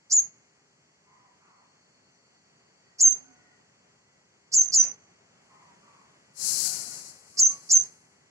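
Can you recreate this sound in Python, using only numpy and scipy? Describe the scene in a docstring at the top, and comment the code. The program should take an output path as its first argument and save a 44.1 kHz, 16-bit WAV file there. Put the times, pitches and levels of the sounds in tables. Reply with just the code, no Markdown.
"""A sunbird chips from a shrub in a walled yard: fast flicks, then a falling whistle.
Far off a dog yelps, an insect trills and another bird peeps. A second chip at 3 s, a far horn toot,
two chips near 4.6 s, more yelps. Near 6.5 s a finger slides hissing over the case by the left
microphone and the horn toots again; a last yelp and two chips follow. Throughout, a noise
suppressor lets the town's hum swell around each loud sound."""
import sys
import numpy as np
from scipy import signal
from scipy.fft import rfft, irfft, next_fast_len
from scipy.io import wavfile
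from scipy.ndimage import uniform_filter1d

SR = 44100
rng = np.random.default_rng(int(sys.argv[2]) if len(sys.argv) > 2 else 0)


def wav_record(signal):
    """Record a signal, one row per channel, as 16-bit PCM in the file named by sys.argv[1]."""
    frames = np.transpose(np.atleast_2d(signal))
    bounded = np.clip(frames, -1, 1)
    # unit amplitude maps onto the largest positive 16-bit level
    quanta = np.round(bounded * 32767).astype(np.int16)
    wavfile.write(sys.argv[1], SR, quanta)


N = 366030
TIME_S, BINS_HZ = np.arange(N) / SR, np.fft.rfftfreq(N, 1 / SR)
SIDES = np.array([[1], [-1]])  # left, right

# Sunbird chips. Each row: time of top pitch in seconds, gain in dB, top and held pitch in Hz, fall time
# and length in seconds, flick gain in dB, closing upturn in Hz, side tone gain in dB, echo delay factor,
# late echo gain and its leftward lean in dB.
CHIPS = [ (0.128, -10.5, 7112, 6053, 0.063, 0.073, -15, -1, -35, 1.05, -3, -1),
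         (3.014, -5, 7290, 6273, .018, 0.075, -21, 146, -49.5, .83, -0.5, -2),
         (4.548, -9, 7300, 6130, 0.024, 0.071, -14, 322.5, -30, 1.5, -1, -3.5),
         (4.75, -9, 7185, 6020, 0.02, 0.074, -10, 258, -20.5, 1.6, -3.5, -5),
         (7.401, -7, 7300, 6127, 0.013, 0.075, -14, 602.5, -48.5, 0.95, -7.5, -2.5),
         (7.721, -5.5, 7327, 6190, 0.014, 0.0596, -15, 185, -31.5, .8, -6, -1.5), ]
# Ground, trunk and wall echoes. Each row: base delay and extra delay on the right in seconds,
# left and right gain in dB.
ECHOES = [(.0041, .00022, -10.5, -13.5), (.0078, -.00031, -2, -2), (0.0133, .00037, -9.5, -21),
          (0.02, -.00009, -18.5, -21), (0.0262, .00024, -26, -17.5), (0.04, -.0002, -21, -18),
          (0.055, .00008, -26.5, -16)]
# Reverberation of yard and foliage. Each row: frequency in Hz, T60 in seconds.
YARD_T60 = [(4000, 0.79), (6500, 0.64), (9000, 0.1), (15000, .2)]
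FOLIAGE_T60 = [(4000, 0.22), (6500, 0.2), (9000, 0.048), (15000, 0.14)]
# Overall tone of the chips: lows cut, dip near 8 kHz. Each row: frequency in Hz, gain in dB.
CHIP_EQ = [(2500, -31.5), (3550, -24), (4150, -1), (7650, -2), (8150, -7.5), (11000, 3), (13000, 3),
           (15000, 0)]
# Bird's stereo lean. Each row: frequency in Hz, left boost and right cut in dB.
BIRD_LEAN = [(4200, -1.5), (5300, -2.5), (6200, -0.3), (7400, 0.5), (10000, 3)]
# Finger strokes. Each row: start and hold in seconds, left and right gain in dB, decay in dB per second.
STROKES = [(5.297, 0.92, -74.5, -96, 46), (6.316, 0.11, -31, -51.5, 53), (6.48, 0.014, -35.5, -71, 123),
           (6.598, 0.005, -41, -56, 170), (6.752, 0.072, -44.5, -53.5, 50), (7.164, 0.45, -53.5, -60.5, 49)]
# Skin friction spectrum, and its extra filter on the right. Each row: frequency in Hz, gain in dB.
FRICTION_SPECTRUM = [(40, -59), (130, -18.5), (500, -30), (2000, -29), (3700, -27), (4150, -8.5),
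                     (5000, -5.5), (7600, -1.5), (8300, -7.5), (11000, -8.5), (12200, -18), (15500, -24.5)]
FRICTION_RIGHT_EQ = [(1000, -4), (4000, 5.5), (7700, -1), (8400, -14.5), (15000, -9)]
# Short, soft noise swells. Each row: start and length in seconds, gain in dB, tilt in dB per octave,
# leftward lean in dB.
NOISE_SWELLS = [(0.111, 0.16, -67, -6.5, -2), (4.769, 0.17, -61, -1, -4), (6.73, 0.06, -61.5, 12, 1.5)]
# Their spectrum before tilt. Each row: frequency in Hz, gain in dB.
SWELL_SPECTRUM = [(40, -39.5), (200, -5), (1000, -5), (2500, -2), (3400, -12.5), (5000, -12.5), (9000, -65)]
# Dog yelps. Each row: start in seconds, gain in dB, starting pitch in Hz, roughness factor.
YELPS = [(1.055, -64, 1050, 0.55), (1.395, -66, 1192, 1.04), (5.48, -62, 1057, 0.67),
         (5.809, -62.5, 1177, 0.6), (7.326, -65, 1153, 0.26)]
# Horn toots. Each row: start in seconds, gain in dB.
TOOTS = [(3.245, -60), (6.65, -60)]
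# Horn timbre. Each row: harmonic number, gain in dB.
HORN_HARMONICS = [(1, -9.5), (2, -4.5)]
# Far bird's peeps. Each row: start in seconds, gain in dB, starting pitch in Hz.
PEEPS = [(1.764, -74.5, 6900), (2.103, -70.5, 6400)]
# Traffic tones. Each row: peak time and spread in seconds, gain in dB, pitch and width in Hz.
TRAFFIC_TONES = [(2.931, 0.11, -72.5, 1920, 35), (3.301, 0.15, -69.5, 260.4, 16),
                 (3.51, 0.16, -68, 1920, 110)]
# Motor whines. Each row: pitch in Hz, gain in dB.
WHINES = [(400, -80.5), (1965, -78), (2168, -79)]
# Spectra of town hum and airy hiss. Each row: frequency in Hz, gain in dB.
HUM_SPECTRUM = [(25, -35), (53, -25), (80, -9), (160, -1.5), (310, -8), (420, -7.5), (800, -8.5),
                (1200, -10.5), (2100, -12.5), (2750, -14), (3300, -16), (3900, -21), (4400, -43.5),
                (8000, -71.5)]
HISS_SPECTRUM = [(3600, -32), (4150, -4.5), (5500, -5.5), (7400, -3.5), (8400, -16.5), (10000, -24),
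                 (13000, -48)]
# Slow swell of the hum. Each row: time in seconds, gain in dB.
HUM_SWELL = [(0, -72), (2.8, -70), (3.4, -68.5), (4.3, -71), (5.85, -66.5), (6.3, -67.5), (8.3, -70)]
# Stereo likeness of the hum. Each row: frequency in Hz, left-right correlation.
HUM_CORRELATION = [(60, 0.62), (150, 1), (300, 0.74), (600, 0.14), (1200, 0.16), (2200, 0.59), (3000, 0.83),
                   (3700, 1)]
# Ringing peaks in the hiss. Each row: frequency in Hz, boost in dB.
HISS_RINGS = [(4533, 7.5), (4721, 9), (5652, 7.5), (5889, 8), (6255, 6.5), (6670, 8.5), (7235, 4.5),
              (7655, 6)]


def sunbird(rise_s=.011, lead_s=.0112, spacing_s=.005, step_db=-4, late_s=.035, smear_s=.022):
    """Chips of five growing flicks and a whistle; foliage smears and dulls the late echoes."""
    dry, echoes = np.zeros(N), np.zeros((2, N))
    jitter = .003 * wander(830) + .0032 * wander(120)
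    for (at_s, db, top_hz, held_hz, fall_s, length_s, flick_db, upturn_hz, side_db,
         delay_factor, late_db, lean_db) in CHIPS:
        chip, start_s = np.zeros(SR // 2), at_s - .1
        note = whistle(top_hz, held_hz, upturn_hz, rise_s, fall_s, length_s, side_db,
                       jitter[round(at_s * SR):])
        add(chip, at_s - start_s - rise_s, gain_of(db) * note)
        for k in range(5):  # latest first; earlier flicks end lower
            sweep = gain_of(db + flick_db + k * step_db) * flick(6900 - 250 * k)
            add(chip, at_s - start_s - lead_s - k * spacing_s, sweep)
        add(dry, start_s, chip)
        smear = rng.standard_normal(SR)[:round(smear_s * SR)]
        blurred = gain_of(late_db) * lowpass(signal.oaconvolve(chip, smear / np.linalg.norm(smear)), 8200)
        for delay_s, extra_s, left_db, right_db in ECHOES:
            echo, pan_db = (blurred, lean_db) if delay_s > late_s else (chip, 0)
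            arrival_s = start_s + delay_s * delay_factor
            add(echoes[0], arrival_s, gain_of(left_db + pan_db) * echo)
            add(echoes[1], arrival_s + extra_s, gain_of(right_db - pan_db) * echo)
    flicker = 1 + .32 * np.array([wander(70), wander(70)])
    scatter = gain_of(-7.5) * reverb(dry, FOLIAGE_T60, onset_s=.004)
    yard = gain_of(-26) * flicker * reverb(dry, YARD_T60)
    bird = shaped(dry + echoes + scatter + yard, CHIP_EQ)
    return irfft(rfft(bird) * gain_of(-5 + SIDES * lookup(BIRD_LEAN, BINS_HZ)), N)


def whistle(top_hz, held_hz, upturn_hz, rise_s, fall_s, length_s, side_db, jitter,
            start_hz=4900, side_hz=5150, upturn_s=.02, release_s=.011):
    """The syrinx whips up, sinks to a held note and turns up; its other side sounds briefly below."""
    t = np.arange(-rise_s, length_s, 1 / SR)
    settled, jitter = ramp(t / length_s * 2), jitter[:len(t)]
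    fall_shape = 1.15 + 16 * fall_s  # slower falls linger at the top
    hz = held_hz + (top_hz - held_hz) * np.exp(-(np.maximum(t, 0) / fall_s) ** fall_shape)
    hz -= (top_hz - start_hz) * (np.minimum(t, 0) / rise_s) ** 2
    hz += upturn_hz * ramp(1 + (t - length_s) / upturn_s)
    phase = phase_of(hz * (1 + jitter * (1 - .33 * settled)))
    flutter_db = 3 * (1 - settled) * (np.clip(wander(240)[:len(t)], -2, 1) - .5)
    envelope = ramp((t + rise_s) / rise_s) ** .6 * ramp((length_s - t) / release_s)
    envelope *= gain_of(flutter_db - 1.51 * (4.5 - settled))
    side = gain_of(side_db) * np.exp(-((t - .049) / .011) ** 2) * np.sin(phase * side_hz / held_hz)
    octave = gain_of(-41) * np.exp(-t / .048) * np.sin(2 * phase + 1.1 * unit_rms(jitter))
    air = gain_of(-12) * np.exp(-(t + rise_s) / .0085) * rasp(len(t))
    return envelope * (np.sin(phase) + octave + side + air)


def flick(high_hz, low_hz=4200, length_s=.0075):
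    """Fast, raspy upsweep as the syrinx starts, randomly detuned."""
    u = progress(length_s)
    phase = phase_of((low_hz + (high_hz - low_hz) * u) * rng.uniform(.94, 1.15))
    tone = np.sin(phase) + gain_of(-36) * np.sin(2 * phase)
    return np.sin(np.pi * u) * (tone + gain_of(-5) * rasp(len(u)))


def rasp(size):
    """Turbulent air in the syrinx, mostly 4 to 7.5 kHz."""
    spectrum = [(3300, -43), (4100, -4), (5600, 2.5), (7400, 0), (8600, -17.5), (15000, -32.5)]
    colour_db = lookup(spectrum, np.fft.rfftfreq(size, 1 / SR))
    return unit_rms(irfft(rfft(rng.standard_normal(size)) * gain_of(colour_db), size))


def finger_slide(press_s=.18, fizz_hz=10980):
    """Skin rubs the case on the left: friction noise follows each stroke's force, duller as it eases."""
    power = np.zeros((2, N))
    for start_s, hold_s, left_db, right_db, decay_db_per_s in STROKES:
        easing_s = np.maximum(TIME_S - start_s - press_s - hold_s, 0)
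        force = ramp((TIME_S - start_s) / press_s) ** 1.2 * gain_of(-decay_db_per_s * easing_s)
        power += (gain_of([[left_db], [right_db]]) * force) ** 2
    left = noise(FRICTION_SPECTRUM)
    right = unit_rms(shaped(noise(FRICTION_SPECTRUM), FRICTION_RIGHT_EQ))
    friction = np.array([left, right])
    body = lowpass(friction, fizz_hz)
    brightness = np.sqrt(power[0] / power[0].max() + 1e-12) ** .26
    grain_db = .35 * wander(120) + .84 * wander(16)
    return (body + brightness * (friction - body)) * np.sqrt(power) * gain_of(grain_db)


def noise_swells():
    """Short, soft swells of noise: a low hum swell under the first chip, then two faint rustles."""
    out = np.zeros((2, N))
    for start_s, length_s, db, tilt_db_per_oct, lean_db in NOISE_SWELLS:
        spectrum = [(hz, band_db + tilt_db_per_oct * np.log2(hz / 40)) for hz, band_db in SWELL_SPECTRUM]
        u = (TIME_S - start_s) / length_s
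        envelope = ramp(u / .16) * ramp((1 - u) / .6)
        out += gain_of(db + lean_db * SIDES) * envelope * np.array([noise(spectrum), noise(spectrum)])
    return out


def dog(length_s=.26, sag=.13, wobble=.088, growl_hz=200):
    """Hoarse, sagging yelps; throat flutter adds side bands."""
    out, jitter, u = np.zeros(N), wobble * wander(287), progress(length_s)
    for start_s, db, hz, roughness in YELPS:
        growl = 1 + 1.4 * roughness * np.sin(2 * np.pi * growl_hz * u * length_s)
        phase = phase_of(hz * (1 + roughness * (jitter[round(start_s * SR):][:len(u)] - sag * u)))
        envelope = gain_of(db - 3 * u) * signal.windows.tukey(len(u), .2)
        add(out, start_s, envelope * growl * (np.sin(phase) + gain_of(-8) * np.sin(2 * phase)))
    return out


def horn(length_s=.29, pitch_hz=730, sag=.015):
    """Wavering, fading toots of two harmonics."""
    out, waver, u = np.zeros(N), .0059 * wander(60.2), progress(length_s)
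    for start_s, db in TOOTS:
        phase = phase_of(pitch_hz * (1 + sag * (.5 - u) + waver[round(start_s * SR):][:len(u)]))
        tone = sum(gain_of(harmonic_db) * np.sin(k * phase) for k, harmonic_db in HORN_HARMONICS)
        add(out, start_s, gain_of(db - 8 * u) * signal.windows.tukey(len(u), .05) * tone)
    return out


def far_bird(length_s=.076, sag=.13):
    """Thin sine peeps that sag in pitch."""
    out, u = np.zeros(N), progress(length_s)
    for start_s, db, hz in PEEPS:
        add(out, start_s, gain_of(db) * np.sin(np.pi * u) * np.sin(phase_of(hz * (1 - sag * u))))
    return out


def between_houses(x):
    """A far sound plus its reverberation between houses."""
    return gain_of(-1) * x + gain_of(-3) * reverb(x, [(500, .74), (3000, .17)])


def insect(start_s=1.42, length_s=1.65, fade_s=.208, pitch_hz=4370, rise_hz_per_s=135, throb_hz=9):
    """One faint, throbbing trill that creeps up in pitch."""
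    t = TIME_S - start_s
    envelope = gain_of(-75) * ramp(t / fade_s) * ramp((length_s - t) / fade_s)
    throb = 1 + .33 * np.sin(2 * np.pi * throb_hz * TIME_S + wander(2))
    return envelope * throb * narrow_noise(pitch_hz + rise_hz_per_s * t, width_hz=130)


def traffic():
    """Fuzzy hums and squeals of far traffic, swelling and fading."""
    return sum(gain_of(db) * np.exp(-((TIME_S - peak_s) / spread_s) ** 2) * narrow_noise(hz, width_hz)
               for peak_s, spread_s, db, hz, width_hz in TRAFFIC_TONES)


def motors(drift_hz=13, waver_db=2.03):
    """Thin, wavering whines of distant motors."""
    return sum(gain_of(db + waver_db * wander(3.1)) * np.sin(phase_of(hz + drift_hz * wander(13)))
               for hz, db in WHINES)


def town_hum(ring_width_hz=28):
    """Low hum under a thin, faintly ringing hiss that swells a little with it."""
    common, separate = rfft(noise(HUM_SPECTRUM)), rfft(noise(HUM_SPECTRUM))
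    likeness = lookup(HUM_CORRELATION, BINS_HZ)
    hum = irfft(np.array([common, likeness * common + np.sqrt(1 - likeness ** 2) * separate]), N)
    rings_db = sum(db / (1 + ((BINS_HZ - hz) / ring_width_hz) ** 2) for hz, db in HISS_RINGS)
    hiss = np.array([noise(HISS_SPECTRUM), noise(HISS_SPECTRUM)])
    hiss = unit_rms(irfft(rfft(hiss) * gain_of(rings_db), N))
    swell_db = np.interp(TIME_S, *np.transpose(HUM_SWELL))
    hum *= gain_of(4 + swell_db + .6 * wander(12) + .22 * SIDES)
    hiss *= gain_of(-69.5 + .56 * (swell_db - swell_db.mean()) + SIDES)
    return hum + hiss


def reverb(x, t60_table, onset_s=.013):
    """Diffuse stereo tail, each band decaying at its own rate."""
    hz, t, bands = signal.stft(rng.standard_normal((2, SR)), SR, nperseg=256)
    tail = signal.istft(bands * gain_of(-60 * t / lookup(t60_table, hz)[:, None]), SR, nperseg=256)[1]
    tail *= ramp(np.arange(tail.shape[1]) / SR / onset_s)
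    return signal.fftconvolve(x[None], tail / np.linalg.norm(tail[0]), axes=1)[:, :N]


def narrow_noise(hz, width_hz):
    """Noise band round a pitch, independent left and right."""
    phase = phase_of(hz * np.ones(N))
    sine, cosine = np.sin(phase), np.cos(phase)
    return np.array([wander(width_hz) * sine + wander(width_hz) * cosine for _ in range(2)])


def wander(rate_hz):
    """Smooth random curve, rms 1."""
    step = max(int(SR / rate_hz / 20), 1)
    size = next_fast_len(N // step + 2)
    rolloff = np.exp(-(np.fft.rfftfreq(size, step / SR) / rate_hz) ** 2)
    slow = irfft(rfft(rng.standard_normal(size)) * rolloff, size)
    return unit_rms(np.interp(np.arange(N) / step, np.arange(size), slow))


def noise(spectrum):
    """Coloured noise, rms 1."""
    return unit_rms(shaped(rng.standard_normal(N), spectrum))


def shaped(x, spectrum):
    """Filters by a spectrum table."""
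    return irfft(rfft(x) * gain_of(lookup(spectrum, BINS_HZ)), N)


def lowpass(x, hz):
    """Steep, zero-phase low-pass."""
    return signal.sosfiltfilt(signal.butter(6, hz, fs=SR, output="sos"), x)


def lookup(table, hz):
    """Interpolates on a log-frequency axis."""
    table_hz, values = np.transpose(table)
    return np.interp(np.log(hz + 1), np.log(table_hz + 1), values)


def add(mix, start_s, sound):
    """Mixes a sound in place."""
    part = mix[max(round(start_s * SR), 0):][:len(sound)]
    part += sound[:len(part)]


def phase_of(hz):
    """Pitch curve to radians."""
    return 2 * np.pi * np.cumsum(hz) / SR


def progress(length_s):
    """Linear 0 to 1 over a length."""
    return np.arange(0, length_s, 1 / SR) / length_s


def ramp(x):
    """Smooth step, 0 to 1."""
    return np.sin(np.pi / 2 * np.clip(x, 0, 1)) ** 2


def gain_of(db):
    """dB to amplitude."""
    return 10 ** (np.asarray(db) / 20)


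def unit_rms(x):
    """Scales to rms 1."""
    return x / np.sqrt(np.mean(x ** 2) + 1e-20)


def level_db(x, window_s):
    """Smoothed power of both channels."""
    return 10 * np.log10(abs(uniform_filter1d((x ** 2).mean(0), int(window_s * SR))) + 1e-12)


def openness(x, shut_db, open_db, lag_s=.012):
    """Suppressor opening for a band, 0 to 1."""
    heard_db = np.interp(TIME_S - lag_s, TIME_S, level_db(x, window_s=.04))
    return ramp((heard_db - shut_db) / (open_db - shut_db))


def suppressor(x, hum_hz=3000, treble_hz=8300, depth_db=8.5, linger_db=3, linger_s=.23):
    """Gain rises with loud sounds, the treble on its own, and falls back slowly on the hum."""
    body, hum = lowpass(x, treble_hz), lowpass(x, hum_hz)
    treble = x - body
    opening = openness(x, shut_db=-61, open_db=-38)
    treble_opening = openness(treble - lowpass(treble, treble_hz), shut_db=-68, open_db=-45)
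    pole = np.exp(-1 / (linger_s * SR))
    lingering = signal.lfilter([1 - pole], [1, -pole], opening)
    body += hum * (gain_of(linger_db * lingering) - 1)
    return body * gain_of(depth_db * opening) + treble * gain_of(depth_db * treble_opening)


def scene(left_lag_s=.00015):
    """All sources at two microphones, the left slightly late."""
    near = sunbird() + noise_swells()
    far = between_houses(dog() + horn() + far_bird()) + insect() + motors() + traffic()
    left, right = near + far + finger_slide() + town_hum()
    return np.array([irfft(rfft(left) * np.exp(-2j * np.pi * BINS_HZ * left_lag_s), N), right])


def record(dry, limit_db=-19, limit_slope=.46, cutoff_hz=15800):
    """Noise suppressor, soft limiter on the chips, band limit."""
    opened = suppressor(dry)
    excess_db = np.maximum(level_db(opened, window_s=.03) - limit_db, 0)
    limited = opened * gain_of(-limit_slope * uniform_filter1d(excess_db, size=500))
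    taps = signal.firwin(511, cutoff_hz, window=("kaiser", 9), fs=SR)
    return signal.oaconvolve(limited, taps[None], "same")


dry = scene()
out = record(dry)
wav_record(out)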